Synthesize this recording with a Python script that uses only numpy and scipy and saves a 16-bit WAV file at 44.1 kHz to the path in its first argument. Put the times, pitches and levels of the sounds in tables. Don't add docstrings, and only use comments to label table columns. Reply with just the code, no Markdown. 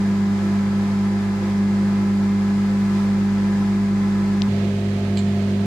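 import sys
import numpy as np
from scipy import signal
from scipy.fft import rfft, irfft, next_fast_len
from scipy.io import wavfile

SR = 44100
rng = np.random.default_rng(int(sys.argv[2]) if len(sys.argv) > 2 else 0)


def bounce(signal):
    frames = np.transpose(np.atleast_2d(signal))
    limited = np.clip(frames, -1, 1)
    pcm = np.round(limited * 32767).astype(np.int16)
    wavfile.write(sys.argv[1], SR, pcm)


N = 249585
TIME = np.arange(N) / SR
MAINS_HZ = 49.943
EDGE_HZ = 15480
DOOR, WORKTOP = 0, 1
MOVE_S = 4.487


def amp(db):
    return 10 ** (np.asarray(db) / 20)


def read(table, column, hz):
    rows = np.transpose(table)
    return np.interp(np.log(hz + 1), np.log(rows[0] + 1), rows[1:][column])


def drift(rate):
    size = 2 * N
    rate_hz = np.fft.rfftfreq(size, 1 / SR)
    smoothing = 1 / (1 + (rate_hz / rate) ** 2) ** 2
    slow = irfft(rfft(rng.standard_normal(size)) * smoothing, size)[:N]
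    return (slow - slow.mean()) / slow.std()


def pan(lean_db):
    lean_db = np.atleast_1d(lean_db)
    gains = amp(np.array([lean_db, -lean_db]) / 2)
    return gains / np.sqrt(np.mean(gains ** 2, axis=0))


# (frequency [Hz], left minus right at the door [dB], the same at the worktop [dB], likeness [0-1])
PORTS = [(49.4, 1.5, 0, .99), (100, -5, -0.5, 1), (189, 0, -1.5, 1), (375, -1.8, -1, .95),
         (680, -1, -2, 0.81), (1290, 0, -4, 0.31), (2380, 2, -9, 0.16), (4370, -2, -5, 0.03),
         (8000, -5, -6.5, 0.05), (14000, -4, -4, 0)]


def tone(hz, turns, place):
    start = rng.random()
    likeness = np.clip(read(PORTS, -1, hz), 0, 1)
    skew = rng.choice([-1, 1]) * np.arccos(likeness)
    phase = 2 * np.pi * (turns + start) + np.array([[0], [skew]])
    return np.sqrt(2) * pan(read(PORTS, place, hz)) * np.cos(phase)


# (time [s], level [dB])
BOOM_DOOR = [(0.04, -18.5), (1.3, -20.5), (1.41, -23.7), (1.47, -20.5), (1.65, -18.5), (4.45, -19)]
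# (time [s], level [dB])
BOOM_WORKTOP = [(4.53, -22), (4.68, -21.3), (4.76, -23.5), (5.07, -23.5), (5.16, -21), (5.6, -21)]


def boom(place, turns, order=4, waver_db=0.9, settled_waver_db=0.13, waver_per_s=9.4, settle_s=1.8):
    level_db = np.interp(TIME, *np.transpose([BOOM_DOOR, BOOM_WORKTOP][place]))
    depth_db = np.interp(TIME, [settle_s / 2, settle_s], [waver_db, settled_waver_db])
    gain = amp(level_db + depth_db * drift(waver_per_s))
    return gain * tone(order * MAINS_HZ, order * turns, place)


# (multiple of the mains, level at the door [dB], level at the worktop [dB])
HUM = [(1, -43, -45.5), (2, -30.5, -26), (5, -61.5, -55), (6, -45.5, -55), (7, -44, -46), (8, -38.5, -35),
       (12, -58, -47.5), (14, -56.5, -48), (16, -48, -72), (18, -54, -57.5), (20, -46.5, -58),
       (22, -57, -58), (24, -58, -69), (26, -63.5, -57.5), (30, -55, -69), (34, -60, -56), (36, -54.5, -62),
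       (40, -55.5, -68), (42, -56, -73)]


def hum(place, turns, flutter=.02, flutter_per_order=0.0046):
    out = np.zeros((2, N))
    for order, *level_db in HUM:
        k = round(order)
        unsteady = 1 + (flutter + flutter_per_order * k) * drift(6.3)
        out += amp(level_db[place]) * unsteady * tone(k * MAINS_HZ, k * turns, place)
    return out


# (frequency [Hz], level per line at the door [dB], level per line at the worktop [dB])
BUZZ = [(1160, -72, -69), (2080, -70.5, -61.5), (2540, -67, -67), (3470, -71.5, -68.5), (5130, -68, -76),
        (5840, -81.5, -79), (6500, -71.5, -71.5), (7460, -74, -80), (8700, -83, -84), (10300, -79.5, -85),
        (11800, -94, -94)]


def buzz(place, turns, shift=0.28, size=2048, count=3):
    hz = np.arange(size // 2 + 1) * MAINS_HZ
    in_band = (hz > BUZZ[0][0]) * (hz < EDGE_HZ)
    lines = amp(read(BUZZ, place, hz)) * pan(read(PORTS, place, hz)) * in_band
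    weights = [1] + [shift * drift(2.9) for _ in range(count - 1)]
    out = np.zeros((2, N))
    for weight in weights:
        real, imag = rng.standard_normal((2, 2, len(hz)))
        cycles = irfft(lines * (real + 1j * imag)) * size / 2
        out += weight * np.array([np.interp(turns % 1, np.linspace(0, 1, size), cycle) for cycle in cycles])
    return out / np.sqrt(1 + (count - 1) * shift ** 2)


# (frequency [Hz], level at the door [dB], level at the worktop [dB])
FAN_TONES = [(108.2, -49, -54), (143.6, -42.5, -35.5), (172.3, -45.5, -47), (245.6, -59, -43),
             (294.3, -50, -52), (343.6, -50.5, -51)]


def fan_tones(place, waver=0.0015, flutter=0.22):
    clock = np.cumsum(1 + waver * drift(3.9)) / SR
    out = np.zeros((2, N))
    for hz, *level_db in FAN_TONES:
        unsteady = 1 + flutter * drift(2.4)
        out += amp(level_db[place]) * unsteady * tone(hz, hz * clock, place)
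    return out


def reflections(hz, strength=0.41, latest_s=.016, above_hz=1500, count=10):
    delays = rng.uniform(.001, latest_s, (count, 2, 1))
    echoes = sum(np.exp(-2j * np.pi * hz * delay) for delay in delays) / np.sqrt(count)
    share = strength * hz ** 2 / (hz ** 2 + above_hz ** 2)
    return abs(1 + share * echoes) / np.sqrt(1 + share ** 2)


def hiss_swell(peak_s=2.98, rise_s=0.32, fall_s=.08, lift_db=2.2):
    width_s = np.where(TIME < peak_s, rise_s, fall_s)
    return amp(lift_db * np.exp(-((TIME - peak_s) / width_s) ** 2))


# (frequency [Hz], density at the door [dB per Hz], density at the worktop [dB per Hz])
RUSH = [(25, -79.5, -75), (70, -78, -73), (115, -65, -61.5), (187, -59.5, -55.5), (268, -64.5, -64),
        (464, -73, -68.5), (1110, -75.5, -79.5), (2120, -73.5, -73.5), (2670, -81, -76.5),
        (4360, -82.5, -80), (5740, -85.5, -85.5), (7600, -89.5, -90.5), (10600, -97, -97.5),
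        (12400, -101, -102)]
# (frequency [Hz], width [Hz], lift at the door [dB], lift at the worktop [dB])
VENTS = [(349.2, 15.7, 13.5, 11.5), (520, 33.4, 9.5, 8.5), (680, 36.5, 8, 12.5), (855, 47, 9, 8),
         (1031, 57, 8.5, 7.5), (1215, 35, 7, 7.5), (1322, 31, 11, 8), (1662, 44, 8, 4), (2385, 41, 4, -2)]


def fan_rush(place, turns, waver_db=0.5, throb=0.19, hiss_hz=4500):
    size = next_fast_len(N)
    hz = np.fft.rfftfreq(size, 1 / SR)
    lift = np.zeros(len(hz))
    for centre, width, *lift_db in VENTS:
        lift += (amp(lift_db[place]) ** 2 - 1) / (1 + ((hz - centre) / width) ** 2) ** 2
    resonance = np.sqrt(np.maximum(1 + lift, .1) * SR / 2)
    colour = amp(read(RUSH, place, hz)) * resonance * reflections(hz)
    left, other = rfft(rng.standard_normal((2, size)))
    same = np.clip(read(PORTS, -1, hz), 0, 1)
    right = same * left + np.sqrt(1 - same ** 2) * other
    air = colour * pan(read(PORTS, place, hz)) * np.array([left, right])
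    high = hz ** 2 / (hz ** 2 + hiss_hz ** 2)
    body = irfft(air * (1 - high))[:, :N]
    hiss = irfft(air * high)[:, :N]
    hiss_gain = hiss_swell() * (1 + throb * np.cos(2 * np.pi * 2 * turns))
    return (body + hiss_gain * hiss) * amp(waver_db * drift(7.2))


def oven(place, mains_waver=.00008):
    turns = np.cumsum(MAINS_HZ * (1 + mains_waver * drift(2.05))) / SR
    return boom(place, turns) + hum(place, turns) + buzz(place, turns) + fan_tones(place) + fan_rush(place, turns)


def tick(at_s=4.4199, hz=3700, length_s=.0003, level_db=-9.5, lean_db=10, spread=0.48, thin_hz=2500):
    u = np.clip((TIME - at_s) / length_s, -10, 10)
    cycles = hz * length_s * (u + spread * u ** 2 / 2)
    snap = np.exp(-u ** 2) * np.cos(2 * np.pi * cycles)
    thin = signal.sosfilt(signal.butter(6, thin_hz, "high", fs=SR, output="sos"), snap)
    return amp(level_db) * pan(lean_db) * thin


def ring(x, hz, width):
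    t = np.arange(SR // 10) / SR
    return signal.oaconvolve(x, np.exp(-np.pi * width * t) * np.sin(2 * np.pi * hz * t))[:N]


def chatter(hz=7420, width=330, level_db=-47, lean_db=-7, uneven=.2):
    new_cycle = np.diff(np.floor(TIME * MAINS_HZ), prepend=0)
    taps = new_cycle * (1 + uneven * rng.standard_normal(N))
    return amp(level_db) * pan(lean_db) * ring(taps, hz, width)


# (time [s], level [dB])
CLINKS = [(5.1721, -25), (5.1813, -29.5), (5.19, -30)]
# (frequency [Hz], width [Hz], relative level [dB])
CLINK_MODES = [(2300, 310, 1), (3150, 340, 3.5), (3620, 300, 3), (4190, 320, 6.5), (4900, 700, -9),
               (6170, 460, -3), (7500, 460, 7.5), (9150, 600, -8), (10900, 600, -1)]


def clink(lean_db=-6, scuff_s=0.0043, level_db=-3, room_db=-3, room_t60=0.27, softness_hz=7500):
    grit = rng.standard_normal(N) / np.sqrt(scuff_s * SR / 2)
    grit = signal.lfilter(*signal.butter(2, min(softness_hz, SR / 3), fs=SR), grit)
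    contacts = np.zeros(N)
    for start_s, strength_db in CLINKS:
        contacts += amp(strength_db) * (TIME >= start_s) * np.exp(-abs(TIME - start_s) / scuff_s)
    blows = grit * contacts
    direct = np.zeros((1, N))
    for k, (hz, width, db) in enumerate(CLINK_MODES):
        direct += (-1) ** k * amp(db) * ring(blows, hz, width)
    t = np.arange(SR // 2) / SR
    room = rng.standard_normal((2, len(t))) * np.exp(-np.log(1000) * t / room_t60)
    wet = signal.fftconvolve(direct, room / np.linalg.norm(room[0]), axes=1)[:, :N]
    return amp(level_db) * pan(lean_db) * (direct + amp(room_db) * wet)


def scene():
    moved = np.clip((TIME - MOVE_S) / .012 + .5, 0, 1) * np.pi / 2
    at_door = np.cos(moved) * oven(DOOR)
    at_worktop = np.sin(moved) * (oven(WORKTOP) + chatter())
    return at_door + at_worktop + tick() + clink()


def record(dry):
    low_pass = signal.firwin(511, EDGE_HZ, window=("kaiser", 9), fs=SR)
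    return signal.oaconvolve(dry, low_pass[None], "same")


dry = scene()
out = record(dry)
bounce(out)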